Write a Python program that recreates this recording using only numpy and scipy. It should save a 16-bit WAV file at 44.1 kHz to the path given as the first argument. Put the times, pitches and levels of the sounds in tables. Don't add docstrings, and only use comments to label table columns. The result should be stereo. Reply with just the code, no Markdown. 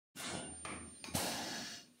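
import sys
import numpy as np
from scipy import signal
from scipy.fft import rfft, irfft
from scipy.io import wavfile
from scipy.ndimage import uniform_filter1d, map_coordinates

SR = 44100
rng = np.random.default_rng(int(sys.argv[2]) if len(sys.argv) > 2 else 0)


def bounce(signal):
    frames = np.transpose(np.atleast_2d(signal))
    limited = np.clip(frames, -1, 1)
    pcm = np.round(limited * 32767).astype(np.int16)
    wavfile.write(sys.argv[1], SR, pcm)


def gain_from_db(level_db):
    decades = np.asarray(level_db, float) / 20
    return 10 ** decades


N = 88200


def along(points, hz):
    f, v = np.transpose(points)
    return np.interp(np.log(hz + 1), np.log(f + 1), v)


def curve(rows, t):
    s, db = np.transpose(rows)
    return np.interp(t, np.r_[s[0] - 0.006, s, s[-1] + 0.03], np.r_[-130, db, -130])


def wobble(rate):
    knots = rng.standard_normal(int(N * rate / SR) + 4)
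    return map_coordinates(knots, [np.arange(N) * rate / SR])


def rush(spectrum, level, peaks=(), darken=0, low_pan_db=0, high_pan_db=0, bare_db=0, patchy_db=2):
    # frequency in Hz, likeness from 0 to 1.
    alike = [(60, .99), (130, .9), (250, .75), (500, .62), (1000, .15), (8000, .1)]
    ripple_db, ripple_hz = 4.5, 45
    bare_dies_first = 0.5
    hz = np.fft.rfftfreq(N, 1 / SR)

    bumps = np.minimum(map_coordinates(rng.standard_normal(2000), [hz / ripple_hz]), 1)
    ripple = gain_from_db(ripple_db * (hz > 500) * bumps)
    bare = (ripple * gain_from_db(along(spectrum, hz) + bare_db)) ** 2
    ring = np.zeros(len(hz))
    for centre, width, db in peaks:
        ring += gain_from_db(db) ** 2 / (1 + (2 * (hz - centre) / width) ** 2) ** 2

    turn = np.arccos(np.clip(along(alike, hz), 0, 1)) / 2
    noise = rfft(rng.standard_normal((2, 2, N))) * np.sqrt([bare, ring] / np.mean(bare + ring))
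    side, mid = noise * np.array([np.sin(turn), np.cos(turn)])[:, None]
    pan = gain_from_db(along([(300, low_pan_db), (9000, high_pan_db)], hz) / 2)
    stereo = irfft([(mid + side) * pan, (mid - side) / pan], N)
    f, t, z = signal.stft(stereo, SR, nperseg=256)

    field = uniform_filter1d(rng.standard_normal(z.shape[2:]), size=3, axis=0)
    field = uniform_filter1d(field, size=8, axis=1)
    patches = patchy_db * field / field.std()

    loudest_s = max(level, key=lambda row: row[1])[0]
    fallen = np.clip(np.max(level, axis=0)[1] - curve(level, t), 0, 30)
    fallen = fallen * (len(peaks) > 0) * (t > loudest_s)
    treble_loss = darken * fallen * np.log2((f[:, None] + 200) / 1500)
    z = z[:, 0] * gain_from_db(-bare_dies_first * fallen) + z[:, 1]
    z = z * gain_from_db(patches - treble_loss)
    return signal.istft(z, SR, nperseg=256)[1][:, :N] * gain_from_db(curve(level, np.arange(N) / SR))


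def room_noise():
    # frequency in Hz, level in dB per Hz.
    colour = [(60, -14), (256, -4), (900, -13), (4100, -12), (9600, -21), (10100, -60), (13000, -60),
              (14000, -24)]
    # time in seconds, level in dB.
    level = [(0.146, -63), (.5, -64.5), (.9, -64.5), (1.03, -65), (1.7, -57.5), (1.95, -73), (2, -71.5)]
    return rush(colour, level, high_pan_db=-5.5, patchy_db=0.8)


def air():
    # frequency in Hz, level in dB per Hz.
    first_colour = [(100, -51), (700, -4), (1100, -5.5), (2500, -8.5), (9800, -9.5), (10800, -55),
                    (12000, -57), (14500, -30)]
    stroke_colour = [(150, -10), (900, -6.5), (1550, -19), (2400, -12), (8000, -31), (10500, -28),
                     (11500, -65), (15000, -42)]
    short_colour = [(300, -19), (1500, -16.5), (6500, -31), (7300, -31), (10000, -26.5), (12500, -39),
                    (15000, -37)]
    blast_colour = [(100, -13), (800, -0.5), (1230, -10), (2720, -9), (9500, -11.5), (11000, -14.5),
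                    (15000, -20.5)]
    hiss_colour = [(500, -64), (1400, -1.5), (2100, -5), (5800, -5.5), (8500, -18.5), (11300, -34),
                   (13500, -23.5), (15500, -29)]
    frame_colour = [(300, -37), (500, 8.5), (800, 2.5), (1100, -5), (1500, -53.5)]
    # time in seconds, level in dB.
    first_flow = [(.15, -61), (0.199, -47), (.27, -41.5), (.38, -45), (.43, -50), (0.518, -58), (.6, -60.5)]
    stroke_flow = [(0.653, -44.5), (.69, -44.5), (0.723, -45), (.77, -48.5), (.85, -58), (0.921, -66)]
    short_flow = [(1.043, -47.5), (1.07, -48), (1.1, -51.5), (1.137, -56.5)]
    blast_flow = [(1.138, -48), (1.147, -42), (1.151, -36.5), (1.24, -37.5), (1.32, -39), (1.42, -43.5),
                  (1.6, -46), (1.8, -74)]
    hiss_flow = [(1.201, -46.5), (1.35, -44.5), (1.561, -44), (1.758, -47.5), (1.82, -58), (1.89, -80)]
    frame_flow = [(0.198, -58), (.27, -53.5), (.34, -48), (.42, -51.5), (.5, -59.5), (.58, -67), (.62, -72)]
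    # frequency in Hz, width in Hz, level in dB.
    first_ring = [(1430, 35, -3), (1550, 40, -6), (1750, 30, -2), (2200, 60, -5), (2355, 28, -5),
                  (2790, 45, -1), (2960, 30, -3), (3125, 28, -3), (3455, 35, -1), (3660, 45, -5),
                  (3945, 35, -2), (4140, 30, -6), (4315, 30, -4), (5210, 30, -5)]
    stroke_ring = [(1230, 300, 0), (1850, 310, -5), (2360, 410, -4), (3150, 120, -26)]
    short_ring = [(887, 70, 5.5), (1110, 130, 0), (2330, 480, 1), (3800, 190, -0.5), (4760, 960, -2.5),
                  (6400, 300, -0.5)]
    blast_ring = [(577, 29, -2), (670, 39, -2), (723, 49, 1.5), (800, 49, -3.5), (885, 83, -1),
                  (1626, 34, -5), (2755, 66, -4.5), (3974, 90, -3), (4300, 120, -4.5), (5910, 57, -8)]
    hiss_ring = [(1420, 90, -5), (1670, 80, 2), (2865, 70, 2), (3335, 70, -5), (4440, 190, 2),
                 (5150, 200, -2), (5540, 70, -1), (5980, 150, -1), (6340, 50, -4)]
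    frame_ring = [(603, 28, -2), (690, 36, 11), (755, 38, 8.5)]
    # treble loss in dB per octave for each dB of fading, left minus
    # right in dB for the bass, the same for the treble, boost of the bare air in dB.
    shapes = [
        (0.3281, 10.5, -8, -6),
        (0.2621, 2, -3.5, 1.5),
        (0.16, 8, -10, 9),
        (0.2469, 2, -6.5, -2),
        (-0.1946, 16.5, -10, -0.5),
        (0.0648, 0, -12, -2),
    ]
    flows = [(first_colour, first_flow, first_ring), (stroke_colour, stroke_flow, stroke_ring),
             (short_colour, short_flow, short_ring), (blast_colour, blast_flow, blast_ring),
             (hiss_colour, hiss_flow, hiss_ring), (frame_colour, frame_flow, frame_ring)]
    out = np.zeros((2, N))
    for (colour, flow, ringing), shape in zip(flows, shapes):
        flutter = gain_from_db(0.15 * wobble(45))
        out += rush(colour, flow, ringing, *shape, patchy_db=0.7) * flutter
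    return out


def rumble():
    # frequency in Hz, level in dB per Hz.
    colour = [(50, -4), (90, -7), (240, 3), (350, -1), (450, -12.5), (1100, -25), (2000, -120)]
    # time in seconds, level in dB.
    shaking = [(.15, -58.5), (0.348, -47), (.52, -52.5), (.6, -66), (0.721, -51.5), (.85, -55.5),
               (1.02, -67.5), (1.09, -54), (1.25, -47), (1.57, -50.5), (1.8, -64), (1.96, -76)]
    return rush(colour, shaking, patchy_db=1.5)


def short_tones():
    # start in seconds, length in seconds, frequency in Hz, level in dB.
    whistles = [(.42, .18, 735, -60), (.56, .04, 4900, -71), (.86, .06, 5400, -74), (.93, .07, 4130, -67),
                (.99, .06, 4880, -70), (.15, .09, 1430, -58), (.16, .07, 2780, -60), (.31, .14, 2960, -59),
                (.33, .14, 3130, -63), (.33, .07, 5210, -61), (1.72, .32, 245, -66), (1.6, .25, 700, -63),
                (1.065, .06, 2400, -58), (.36, .13, 3450, -61), (.39, .15, 2800, -60), (.4, .11, 1500, -61),
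                (1.64, .2, 2865, -59), (1.4, .3, 1665, -59)]
    shake_db = 4
    wander = 22 / 3000
    t, out = np.arange(N) / SR, np.zeros((2, N))
    for s, length, hz, db in whistles:
        loudness = gain_from_db(db + shake_db * np.array([wobble(40), wobble(39.84)]))
        swell = np.sin(np.pi * np.clip((t - s) / length, 0, 1))
        cycles = np.cumsum(hz * (1 + wander * wobble(35))) / SR
        out += loudness * swell * np.sin(2 * np.pi * cycles + [[0], [0.6]])
    return out


def stops():
    # start in seconds, peak level in dB, frequency in Hz, length in cycles.
    thumps = [
        (0.154, -43.5, 220, 2.5),
        (.337, -32.5, 288, 1.28),
        (0.352, -28.5, 266, 0.4),
        (0.375, -40, 107, 1),
        (0.399, -38, 295, 0.5),
        (0.709, -54, 330, 6.5),
        (1.081, -42, 273, 3.3),
        (1.148, -25.5, 175, 1.45),
        (1.155, -40.5, 94.5, 4.8),
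    ]
    t, out = np.arange(N) / SR, np.zeros(N)
    for s, db, hz, length in thumps:
        cycles = np.clip(t - s, 0, None) * hz
        swell = np.sin(np.pi * np.clip(cycles / length, 0, 1)) ** 2
        out += gain_from_db(db) * swell * np.sin(2 * np.pi * (cycles + 0.2))
    return out


def treble_fizz():
    # frequency in Hz, level in dB per Hz.
    colour = [(8000, 6), (9800, 11), (15000, -1)]
    # time in seconds, level in dB.
    level = [(0.157, -55), (.21, -46.5), (.3, -83), (.36, -100), (1.13, -100), (1.155, -36.5), (1.3, -58),
             (1.4, -74), (1.7, -91), (1.85, -82.5), (2, -72.5)]
    return rush(colour, level, high_pan_db=-6)


def drive_whine():
    # time in seconds, level in dB.
    level = [(.17, -70), (.26, -60), (.37, -52), (.56, -51), (1.035, -58), (1.06, -62), (1.14, -59),
             (1.3, -57), (1.4, -65), (1.72, -66), (1.83, -77), (2, -79)]
    whine_hz, shake_db = 9000, 0.3
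    t = np.arange(N) / SR
    loudness = gain_from_db(curve(level, t) + 3.5 + shake_db * wobble(25.1))
    tone = np.sin(2 * np.pi * whine_hz * t + [[2.6], [0]])
    return loudness * tone * gain_from_db([[-6.5], [7]])


def motor_hum():
    # time in seconds, level in dB.
    level = [(.44, -81), (.5, -61.5), (.6, -65.5), (.85, -59), (.9, -67), (.95, -76), (1.05, -80),
             (1.13, -57), (1.2, -76)]
    hum_hz, wander_hz = 84, 2.5
    cycles = np.cumsum(hum_hz + wander_hz * wobble(8.57)) / SR
    return gain_from_db(curve(level, np.arange(N) / SR) + 5) * np.sin(2 * np.pi * cycles)


def valves():
    # start in seconds, peak level in dB, left minus right in dB.
    clicks = [
        (0.65, -24, -2.5),
        (1.041, -33.5, -10),
    ]
    # frequency in Hz, level in dB, time to fall 60 dB in seconds.
    large_body = [(710, -5.5, 0.023), (1144, -1.5, 0.029), (1330, -14, 0.018), (3020, -11.5, 0.052),
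                  (4580, -2, 0.0064)]
    small_body = [(2450, 4, .025), (4400, 0, .018), (4800, 1, .018), (6600, -3, .025)]
    crack_gain, crack_t60 = 1.4, 0.03
    out, t = np.zeros((2, N)), np.arange(4000) / SR
    for (s, db, pan_db), body in zip(clicks, [large_body, small_body]):
        ring = np.zeros((2, len(t)))
        for hz, mode_db, t60 in body:
            start = rng.random() + 0.24 * rng.random((2, 1))
            drift = 0.022 * np.cumsum(rng.standard_normal((2, len(t))), axis=1)
            ring += gain_from_db(mode_db - 60 * t / t60) * np.sin(2 * np.pi * (hz * t + start + drift))
        dull = uniform_filter1d(uniform_filter1d(rng.standard_normal((2, len(t))), size=4), size=3)
        crack = crack_gain * gain_from_db(-60 * t / crack_t60) * dull
        click = (ring + crack) * (1 - np.exp(-t / 0.0003))
        pan = gain_from_db([[pan_db / 2], [-pan_db / 2]])
        out[:, round(s * SR):][:, :len(t)] += gain_from_db(db - 8) * pan * click
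    return out


def room(x):
    # frequency in Hz, time to fall 60 dB in seconds.
    walls = [(200, 0.12), (10000, 0.61)]
    hz, t, z = signal.stft(rng.standard_normal((2, SR // 3)), SR, nperseg=256)
    decay = gain_from_db(-60 * t / along(walls, hz)[:, None])
    tail = signal.istft(z * decay, SR, nperseg=256)[1]
    delayed = np.pad(x, (300, 0))[None]
    return signal.fftconvolve(delayed, tail / np.linalg.norm(tail[0]), axes=1)[:, :N]


def chatter():
    # start in seconds, peak level in dB, frequency in Hz.
    taps = [
        (.681, -34, 1170),
        (.703, -34.5, 1240),
        (.722, -37, 2160),
        (.728, -41.5, 800),
        (.74, -46, 2390),
        (.758, -44, 2300),
        (.826, -48, 2250),
        (.88, -59, 1210),
    ]
    t60, grit_gain = 0.022, 0.27
    out, t = np.zeros((2, N)), np.arange(2000) / SR
    for s, db, hz in taps:
        grit = grit_gain * uniform_filter1d(rng.standard_normal((2, len(t))), size=6)
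        tap = np.sin(2 * np.pi * (hz * t + 0.15 * rng.random((2, 1)))) + grit
        shape = gain_from_db(db - 60 * t / t60) * (1 - np.exp(-t / 0.001))
        out[:, round(s * SR):][:, :len(t)] += shape * tap
    return out


def scene():
    clicks = valves()
    echo = gain_from_db(-12.5) * room(clicks.mean(axis=0))
    flowing = air() + short_tones() + treble_fizz()
    knocks = clicks + echo + chatter() + stops()
    return flowing + knocks + drive_whine() + motor_hum() + room_noise() + rumble()


def low_pass(x):
    return signal.sosfilt(signal.butter(12, 16020, fs=SR, output="sos"), x)


def record(dry):
    open_s, rise_s, closed_db = 0.17, 0.048, -35
    mic_low_hz, top_hz = 68, 15750
    t, hz = np.arange(N) / SR, np.fft.rfftfreq(N, 1 / SR)
    gate = gain_from_db(closed_db * np.clip((open_s - t) / rise_s, 0, 1))
    gate = gate * (t > open_s - 1.4 * rise_s)
    low_cut = 0.0063 + hz ** 8 / (hz ** 8 + mic_low_hz ** 8)
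    heard = irfft(rfft(dry) * (hz < top_hz) * low_cut, N)
    return low_pass(heard * gate)


dry = scene()
out = record(dry)
bounce(out)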